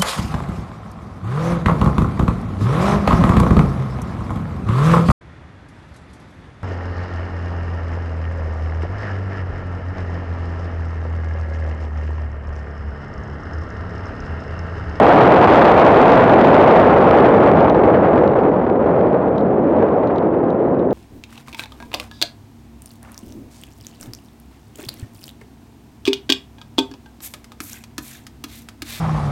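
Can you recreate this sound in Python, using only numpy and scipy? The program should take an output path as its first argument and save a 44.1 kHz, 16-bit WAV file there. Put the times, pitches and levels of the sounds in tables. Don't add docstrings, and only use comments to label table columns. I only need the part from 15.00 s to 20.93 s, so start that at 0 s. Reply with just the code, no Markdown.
import sys
import numpy as np
from scipy import signal
from scipy.fft import rfft, irfft
from scipy.io import wavfile
from scipy.ndimage import uniform_filter1d

SR = 44100
rng = np.random.default_rng(int(sys.argv[2]) if len(sys.argv) > 2 else 0)


def to_wav(sig):
    pcm = np.clip(np.atleast_2d(sig), -1, 1) * 32767
    pcm = np.round(pcm).astype(np.int16)
    wavfile.write(sys.argv[1], SR, pcm.T)


def magnitude_from_level(level_db):
    exponent = np.asarray(level_db, float) / 20
    return 10 ** exponent


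N = 261513

# [t/s, level/dB]
ROAR = [(0, -8), (1.1, -8), (2.0, -9), (2.55, -9), (2.7, -9.5), (3.15, -11), (3.45, -12.5), (3.76, -14.5),
        (3.9, -12.5), (4.3, -14.5), (4.6, -14), (4.83, -12), (5.0, -15.5), (5.1, -17), (5.35, -15),
        (5.62, -15.5), (5.72, -15.5), (5.93, -15.5)]
# [t/s, speed/share, buffeting level/dB]
SPEED = [(0, 1.075, 1.5), (.5, 1.122, 1), (1, 1.09, 0), (1.8, 1.068, -0.5), (2.1, 1.045, 0),
         (2.5, 0.99, -0.5), (2.801, 0.99, 1.5), (3.2, 0.96, -0.5), (3.499, 0.95, -1.5), (4.201, 0.93, -0.5),
         (4.5, 0.87, 0), (4.8, 0.9, -5), (5.15, 0.98, 0.5), (5.35, .88, -3), (5.93, 0.83, -4)]
# [f/Hz, level per Hz/dB]
EDDIES = [(30, 8), (80, 1), (200, -1.5), (350, -2.13), (550, -1.5), (800, -9), (1200, -19), (2000, -32.5),
          (3500, -50.5), (6000, -66.5), (11000, -90)]
# [t of slap/s, depth/dB]
LULLS = [(.472, 12.5), (1.195, 4.5), (2.108, 3), (2.745, 11), (2.835, 7), (3.01, 4), (3.235, 8.5),
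         (3.335, 4), (3.354, 14), (3.413, 3), (3.516, 6), (3.613, 8.5), (3.664, 9.5), (3.792, 5), (3.86, 8),
         (4.203, 4), (4.45, 4.5), (4.559, 4.5), (4.723, 4.5), (5.395, 0), (5.43, 6)]
# [t of release/s, snap level/dB]
SHOVES = [(2.766, -31), (2.839, -32), (2.976, -34), (3.137, -30.5), (3.191, -32), (3.299, -34), (3.39, -35),
          (3.453, -36), (3.539, -37), (3.567, -37.5), (3.653, -37), (3.70, -30), (3.815, -42),
          (3.964, -31.5), (3.993, -36), (4.012, -34), (4.071, -34), (4.131, -32), (4.145, -30.5),
          (4.285, -35.5), (4.642, -37), (4.767, -37), (4.778, -37), (4.807, -35), (4.826, -29),
          (4.888, -33), (5.227, -39), (5.272, -39), (5.439, -37), (5.687, -40)]
# [t/s, peak level/dB, brightness level/dB]
CRUMBS = [(2.698, -20.5, -11.5), (2.748, -32, -5), (3.277, -28, -14), (4.3616, -46, -13),
          (4.3811, -25, -15), (4.3927, -41, -11), (4.409, -36, -16), (5.0734, -34.5, -9),
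          (5.0828, -40, -18), (5.16, -31.5, -14), (5.1808, -45, -15), (5.1829, -26.5, -14),
          (5.5035, -32.5, -13), (5.793, -37, -12.5), (5.804, -47, -20), (5.908, -34, -10)]
# [f/Hz, level/dB, time to fade by 60 dB/s]
HOUSING = [
    (3050, -7, 0.0087),
    (3890, -2.5, 0.0056),
    (4370, -7, 0.0031),
    (6000, -2.5, 0.0045),
    (7600, -11.5, 0.0038),
]


def wind(roar_db, speed, buffet_db):
    table_hz, table_db = np.transpose(EDDIES)
    gust, burst = walk(30), walk(150)
    out = 0
    for k in range(18):
        hz = 30 * 2 ** (k / 2)
        small = np.clip(np.log2(hz / 600), 0, 2.5)
        large = np.clip(np.log2(250 / hz), 0, 1)
        db = np.interp(np.log(hz / speed ** 1.82), np.log(table_hz), table_db)
        db = db + 0.5 * gust + 0.28 * walk(14)
        db = db + small * (1.1 * burst + 7.5 * np.log(speed)) + large * buffet_db
        out = out + magnitude_from_level(db) * band(hz, 0.46)
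    steady = out / np.sqrt(uniform_filter1d(out ** 2, SR // 2))
    extra_db = 0.66 * np.maximum(roar_db + 13, 0) + 2.5
    return steady * magnitude_from_level(roar_db + extra_db)


def walk(rate):
    hold = int(SR / rate)
    steps = np.repeat(rng.standard_normal(N // hold + 1), hold)
    return 1.25 * uniform_filter1d(uniform_filter1d(steps, hold), hold)[:N]


def band(hz, octaves):
    f = np.arange(N // 2 + 1) * SR / N + 1
    bell = np.exp(-(np.log2(f / hz) / octaves) ** 2)
    return irfft(rfft(rng.standard_normal(N)) * bell, N)


def lulls(t):
    lull_s, slap_s, slap_share, slap_fade_s = 0.0067, 0.0041, 0.2, 0.0082
    out = 0
    for s, depth_db in LULLS:
        back = np.clip((t - s) / slap_s + 1, 0, 1)
        dip = np.exp(-((t - s) / lull_s) ** 2)
        slap = slap_share * np.exp(-np.abs(t - s) / slap_fade_s)
        out = out + 1.67 * depth_db * (back * slap - (1 - back) * dip)
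    return out


def shoves():
    push_db, build_s, release_s = -7, 0.0022, 0.0005
    snap_db, snap_s, snap_round_s = 26, 0.0003, 0.00005
    crackle_per_s, crackle_db, crackle_spread_db = 70, -51, 3
    crackle_slope = 1.8
    release, size = np.zeros(N), np.zeros(N)

    chance = rng.random((int(crackle_per_s * N / SR), 2))
    place = chance[:, 0] * N
    roar_db = np.interp(place / SR, *np.transpose(ROAR))
    luck_db = -crackle_spread_db * np.log(chance[:, 1] + .02)
    size[place.astype(int)] = magnitude_from_level(crackle_db + crackle_slope * (roar_db + 14) + luck_db)

    for s, db in SHOVES:
        release[int(s * SR)] = 1
        size[int(s * SR)] = magnitude_from_level(db)

    t = np.arange(-512, 513) / SR
    push_shape = np.exp(-(t / np.where(t < 0, build_s, release_s)) ** 2)
    snap_shape = np.exp(-np.hypot(t, snap_round_s) / snap_s)
    push = magnitude_from_level(push_db) * signal.fftconvolve(release, push_shape, "same")
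    snap = magnitude_from_level(snap_db) * signal.fftconvolve(size, snap_shape, "same")
    return push, snap


def saturate(x, top, knee):
    knee = np.clip(knee, 1, 30)
    return x / (1 + np.abs(x / top) ** knee) ** (1 / knee)


def crumbs():
    length = 2048
    out, t = np.zeros(N + length), np.arange(length) / SR
    chance = rng.standard_normal((len(CRUMBS), 2 * len(HOUSING)))
    for (s, db, bright_db), c in zip(CRUMBS, chance):
        start = int(s * SR)
        for k, (hz, mode_db, t60) in enumerate(HOUSING):
            rise = 1 - np.exp(-(t * hz ** 2 / 6800.0) ** 2)
            gain = magnitude_from_level(db + mode_db + 8 + .6 * c[2 * k] + bright_db * (hz > 5000))
            struck_hz = hz * (1 + .025 * c[2 * k + 1])
            fade = np.exp(-np.log(1000) * t / t60)
            out[start:start + length] += gain * rise * np.sin(2 * np.pi * struck_hz * t) * fade
    return out[:N]


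def scene():
    t = np.arange(N) / SR
    s, speed, buffet_db = np.transpose(SPEED)
    roar_db = np.interp(t, *np.transpose(ROAR))
    air = wind(roar_db, np.interp(t, s, speed), np.interp(t, s, buffet_db)) * magnitude_from_level(lulls(t))
    push, snap = shoves()
    air = air + push
    stop = np.where(air > 0, .78, 1.02)
    membrane = saturate(air, stop, knee=10.)
    return (membrane + snap + crumbs())[None]


def butter(x, hz, kind, order):
    return signal.sosfilt(signal.butter(order, hz, kind, fs=SR, output="sos"), x)


def roll_off(x):
    return signal.sosfilt(signal.butter(12, 15590, fs=SR, output="sos"), x)


def record(dry):
    thinned = butter(butter(dry, 303, "high", order=1), 70, "high", order=2)
    driven = saturate(magnitude_from_level(1.99) * thinned, top=1.0, knee=2.44)
    softened = butter(driven, 3500, "low", order=1)
    sagging = butter(softened, 57, "high", order=1)
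    clipped = saturate(sagging, top=.71, knee=30.)
    steep = signal.ellip(10, .1, 60, 12400, fs=SR, output="sos")
    cut = signal.sosfilt(steep, clipped)
    hiss = magnitude_from_level(-102) * rng.standard_normal(dry.shape)
    return roll_off(cut + hiss)


dry = scene()
out = record(dry)
to_wav(out)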